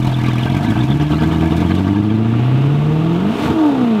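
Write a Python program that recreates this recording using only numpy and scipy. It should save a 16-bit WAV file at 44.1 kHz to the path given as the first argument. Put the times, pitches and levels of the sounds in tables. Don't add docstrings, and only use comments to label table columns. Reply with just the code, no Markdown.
import sys
import numpy as np
from scipy import signal
from scipy.fft import rfft, irfft
from scipy.io import wavfile
from scipy.ndimage import uniform_filter1d

SR = 44100
rng = np.random.default_rng(int(sys.argv[2]) if len(sys.argv) > 2 else 0)


def transcribe(signal):
    frames = np.atleast_2d(signal).T
    limited = np.clip(frames, -1, 1)
    pcm = np.round(limited * 32767).astype(np.int16)
    wavfile.write(sys.argv[1], SR, pcm)


N = 176400
T = np.arange(N) / SR


# (t/s, f/Hz)
FIRING_RATE = [(0.0, 43.5), (0.12, 42.5), (0.36, 40.7), (0.56, 45.6), (0.95, 71.2), (1.15, 77.9),
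               (1.55, 82.4), (2.05, 105.3), (2.3, 114.9), (2.7, 141.5), (2.95, 155.4), (3.16, 171.3),
               (3.27, 203.9), (3.46, 328.0), (3.52, 327.2), (3.6, 315.4), (3.75, 265.8), (4.0, 200.5)]
CYLINDERS = [(0.97, 0.0), (0.38, 0.085), (1.04, 0.017), (1.14, 0.071), (0.88, 0.033), (0.72, 0.0055),
             (1.23, 0.0087), (1.17, .03)]
# (t/s, weight of cylinder differences, weight of chance)
UNEVEN = [(0, 0.55, 0.23), (.55, 0.82, 0.4), (.72, 0.83, 0.24), (1.3, 0.69, 0.25), (2.0, 1.14, 0.17),
          (2.6, 0.82, 0.15), (3.15, 0.59, 0.099), (3.35, 2.9, 0.31), (3.5, 5.4, 0.84), (3.56, 0.43, 0.25),
          (4, 0.91, 0.029)]
def firings(jitter=0.13):
    phase = firing_phase()
    k = np.arange(int(phase[-1]))
    at = np.searchsorted(phase, k)
    strength, late = np.array(CYLINDERS)[k % len(CYLINDERS)].T
    chance = rng.standard_normal((len(k), 2))
    uneven, loose = curve(UNEVEN)[at], curve(UNEVEN, column=2)[at]
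    size = np.maximum(1 + uneven * (strength - strength.mean()) + loose * chance[:, 0], 0)
    due = k + uneven * (late - late.mean()) + jitter * loose * chance[:, 1]
    place = np.interp(due, phase, np.arange(N)).clip(0, N - 2)
    whole, pulses = place.astype(int), np.zeros(N)
    pulses[whole] += size * (1 - place % 1)
    pulses[whole + 1] += size * (place % 1)
    return pulses


# (t/s, second harmonic gain/dB, third harmonic gain/dB)
OVERTONES = [(0, -16, 6.5), (.6, 0, 7.5), (1.0, 6, -32), (1.5, 3, -7.5), (1.9, 0.5, 2.5), (2.3, -0.5, -2),
             (2.55, -4.5, -1.5), (2.75, -16.5, 3), (2.95, -15, 9.5), (3.15, 0, 3.5), (3.6, 5, 6.5),
             (4, 16, 5)]
def shape_pulses(pulses):
    harmonic_size, angle = 2 * curve(FIRING_RATE) / SR, 2 * np.pi * firing_phase()
    return pulses + sum(harmonic_size * (amp(curve(OVERTONES, column=n - 1)) - 1) * np.cos(n * angle)
                        for n in (2, 3))


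# (t/s, depth/dB)
LOPE = [(.8, 2.3), (1.15, 4.3), (1.85, 4.8), (2.2, 2.8)]
def lope(peak_firing=2.99):
    return amp(curve(LOPE) * np.cos(2 * np.pi * (firing_phase() - peak_firing) / len(CYLINDERS)))


# (f/Hz, gain/dB)
PIPE = [(10, -59.5), (25, -37), (42, -15), (65, -12), (85, -1.5), (105, 0.5), (130, 3.5), (160, -3.5),
        (185, -2.5), (220, 3), (262, -8.5), (300, 1.5), (325, -1), (375, -19.5), (440, -28.5), (530, -30.5),
        (700, -25.5), (1500, -67.5), (4000, -109.5)]
HOUSING = [(60, -73.5), (200, -28), (380, 2.5), (450, 8.5), (540, -9.5), (620, -4), (705, 6), (770, -9),
           (900, 4), (1030, -9), (1150, 0.5), (1320, -8), (1430, -6), (1520, -12), (1900, -17.5),
           (2700, -20), (3600, -16.5), (4500, -29.5), (15000, -63.5)]
BURBLE_COLOUR = [(15, -50), (40, -19.5), (100, -23.5), (170, -10.5), (230, 13), (315, -2), (380, -4.5),
                 (600, -42), (3000, -72.5)]
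# (t/s, level/dB)
THUMP = [(0, -15.5), (.62, -16), (.69, -14.5), (.92, -13), (1.1, -14), (1.9, -13.5), (2.3, -13.5),
         (2.55, -12), (3.0, -14), (3.28, -14), (3.37, -21.5), (3.53, -17), (3.56, -12.5), (3.68, -12),
         (3.76, -13.5), (3.82, -11.5), (4, -15)]
BARK = [(0, -47), (1.6, -40), (2.1, -42), (2.8, -32), (3.54, -32.5), (3.63, -25), (3.8, -27.5), (4, -48)]
PUFF = [(0, -35.5), (.7, -37.5), (1.3, -28.5), (1.8, -30), (2.1, -33.5), (3.1, -29), (3.3, -27.5),
        (3.46, -22), (3.53, -24), (4, -28)]
def exhaust(pulses, burble_db=-5, rasp=0.7):
    beat, loose = shape_pulses(pulses), curve(UNEVEN, column=2)
    gas = rng.standard_normal(N) * gusts(pulses, decay_s=0.013, base=0.069, power=0.97) * lope()
    burble = steady(colour(gas, BURBLE_COLOUR)) * amp(burble_db) * loose / loose.max()
    thump = (burble - steady(colour(beat, PIPE))) * lope() ** 0.071 * amp(curve(THUMP))
    rough_beat = beat * (1 + rasp * flutter(width_hz=260))
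    bark = steady(colour(rough_beat, HOUSING)) * amp(curve(BARK))
    puff = steady(colour(gas, HOUSING)) * amp(curve(PUFF))
    return thump - bark + puff


MISFIRES = [.745, 0.866, .985, 1.09]
def falter(depth_db=-6, width_s=0.012):
    return amp(depth_db * sum(np.exp(-((T - at) / width_s) ** 2) for at in MISFIRES))


POPS = [3.457, 3.482, 3.505]
def pops(boom_db=-9, crack_db=-13):
    clicks = np.zeros(N)
    clicks[(np.array(POPS) * SR).astype(int)] = 1
    boom, crack = colour(clicks, PIPE), colour(clicks, HOUSING)
    return amp(boom_db) * boom / abs(boom).max() + amp(crack_db) * crack / abs(crack).max()


# (t/s, gain/dB)
BASS = [(0, 8), (1, 0), (2.2, -2.5), (3.1, 2.5), (3.5, -8), (3.57, -23), (4, -20)]
def bass_shelf(x, corner_hz=85):
    low = signal.sosfiltfilt(signal.butter(3, corner_hz, fs=SR, output="sos"), x)
    return x + low * (amp(curve(BASS)) - 1)


def gulp(start=0.672, hz=250, db=-8):
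    return amp(db) * swell(start, peak_s=0.011) ** 2 * np.sin(2 * np.pi * hz * (T - start))


# (t/s, level/dB)
GURGLE = [(0, -30), (.7, -26.5), (1.0, -30.5), (1.25, -28.5), (1.72, -30.5), (2.05, -35), (2.5, -45.5),
          (4, -58)]
# (f/Hz, gain/dB)
WATER_COLOUR = [(150, -37.5), (480, -19), (630, 3), (712, 9), (770, -1.5), (950, 5), (1050, -7), (1160, 2),
                (1500, -10.5), (1570, 4.5), (1640, -10.5), (1705, 5.5), (1770, -18.5), (1880, -11),
                (2050, -7), (2330, -5), (2600, -10), (3500, -8), (4500, -22), (6000, -30), (15000, -47)]
POCKET_WIDTH_HZ = 230
def gurgle(pulses, bubbles_per_s=1500, spread_db=2.4, life_s=0.0055, pitches=44):
    age, bubbles = np.arange(0, 0.08, 1 / SR), np.zeros(N)
    envelope = age * np.exp(-age / life_s)
    onsets = rng.random(N) < bubbles_per_s / SR
    sizes = onsets * amp(spread_db * np.minimum(rng.exponential(1, N), 3.5))
    pitch = rng.integers(0, pitches, N)
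    for k, hz in enumerate(np.geomspace(600, 6300, pitches)):
        tone = np.sqrt(hz) * flutter(POCKET_WIDTH_HZ) * np.sin(2 * np.pi * hz * T)
        bubbles += tone * signal.oaconvolve(sizes * (pitch == k), envelope)[:N]
    flow = gusts(pulses, decay_s=0.015, base=0.71, power=0.69) * lope() ** 0.55
    return steady(colour(unit(bubbles) * flow, WATER_COLOUR), size=9000) * amp(curve(GURGLE))


# (t/s, f/Hz, level/dB)
POCKETS = [(.138, 3490, -29.5), (.378, 2450, -33), (.424, 3060, -25.5), (.716, 1590, -28),
           (0.909, 3440, -24), (1.134, 1223, -21.5), (1.161, 4090, -33), (1.328, 1730, -30),
           (1.617, 2290, -28), (2.335, 1297, -28)]
def large_pockets(life_s=0.0058):
    return sum(amp(db) * swell(start, life_s) * flutter(POCKET_WIDTH_HZ) * np.sin(2 * np.pi * hz * T)
               for start, hz, db in POCKETS)


# (t/s, level/dB)
SPRAY = [(0, -43), (.7, -43.5), (1.02, -46), (1.28, -43.5), (1.76, -47), (1.9, -48.5), (2.1, -53.5),
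         (2.5, -53), (3.25, -49), (3.45, -38.5), (3.54, -45.5), (4, -51.5)]
SPLATS = [(.428, -47), (.628, -44.5), (0.696, -44), (.832, -48), (1.1, -55), (1.215, -50), (1.318, -54),
          (1.497, -51), (1.562, -42), (1.6, -47), (1.685, -53), (1.746, -46), (1.782, -53)]
CRACKLE = [(3.2, -62), (3.46, -31), (3.6, -70)]
# (f/Hz, gain/dB)
SPRAY_COLOUR = [(500, 6.5), (2000, -15), (4000, 0), (8000, -6), (10000, -10.5), (12500, -9.5), (15500, -18)]
def spatter(pulses, slosh_db=11, splat_s=0.0072):
    splats = sum(amp(db) * swell(start, splat_s) for start, db in SPLATS)
    flow = steady(gusts(pulses, decay_s=0.013, base=0.73, power=1.14))
    spray = flow * amp(curve(SPRAY)) * lope() ** 0.15
    fine = unit(colour(drops() + rng.standard_normal(N), SPRAY_COLOUR))
    coarse = unit(np.gradient(colour(drops(), WATER_COLOUR)))
    return fine * (spray + splats) + coarse * (amp(slosh_db) * splats + amp(curve(CRACKLE)))


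def drops(per_s=2600, spread_db=4):
    clicks = (rng.random(N) < per_s / SR) * rng.choice([-1, 1], N)
    return unit(clicks * amp(spread_db * np.minimum(rng.exponential(1, N), 5)))


# (t/s, level/dB)
WHIRR = [(0, -36), (2.1, -39.5), (2.45, -32.5), (3.1, -36), (3.45, -29.5), (3.6, -38), (4, -33.5)]
# (f/Hz, gain/dB)
WHIRR_COLOUR = [(30, -22.5), (150, -6.5), (500, 8), (1300, 2), (1900, -0.5), (2800, 3.5), (3800, -7),
                (4800, -17.5), (10000, -30), (12400, -37), (15500, -29)]
def whirr():
    return unit(colour(rng.standard_normal(N), WHIRR_COLOUR)) * amp(curve(WHIRR))


def firing_phase():
    return np.cumsum(curve(FIRING_RATE)) / SR


def gusts(pulses, decay_s, base, power):
    pole = np.exp(-1 / (SR * decay_s))
    flow = np.abs(signal.lfilter([1], [1, -pole], pulses)) ** power
    return base + steady(uniform_filter1d(flow, size=60))


def flutter(width_hz):
    return unit(signal.lfilter(*signal.butter(2, width_hz / 2, fs=SR), rng.standard_normal(N)))


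def swell(start, peak_s):
    age = np.maximum(T - start, 0) / peak_s
    return age * np.exp(1 - age)


def colour(x, response, size=8192):
    hz, db = np.transpose(response)
    log_hz = np.log(np.fft.rfftfreq(size, 1 / SR) + 1)
    cepstrum = irfft(np.log(amp(np.interp(log_hz, np.log(hz), db))))
    cepstrum[1:size // 2] *= 2
    cepstrum[size // 2 + 1:] = 0
    impulse_response = irfft(np.exp(rfft(cepstrum)))[:size // 2]
    return signal.fftconvolve(x, impulse_response)[:N]


def steady(x, size=6000):
    power = uniform_filter1d(uniform_filter1d(x ** 2, size), size)
    return x / np.sqrt(abs(power) + 1e-14)


def curve(points, column=1):
    rows = np.array(points)
    return np.interp(T, rows[:, 0], rows[:, column])


def amp(db):
    return 10 ** (np.asarray(db) / 20)


def unit(x):
    return x / np.sqrt(np.mean(x ** 2) + 1e-20)


def scene():
    pulses = firings()
    engine = bass_shelf(exhaust(pulses) * falter() + whirr() + pops())
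    water = gulp() + gurgle(pulses) * falter() + large_pockets() + spatter(pulses)
    mono = engine + water
    return np.array([mono, mono])


def record(dry):
    lowpass = signal.firwin(511, cutoff=15750, window=("kaiser", 9), fs=SR)
    return signal.oaconvolve(dry, lowpass[None], "same")


dry = scene()
out = record(dry)
transcribe(out)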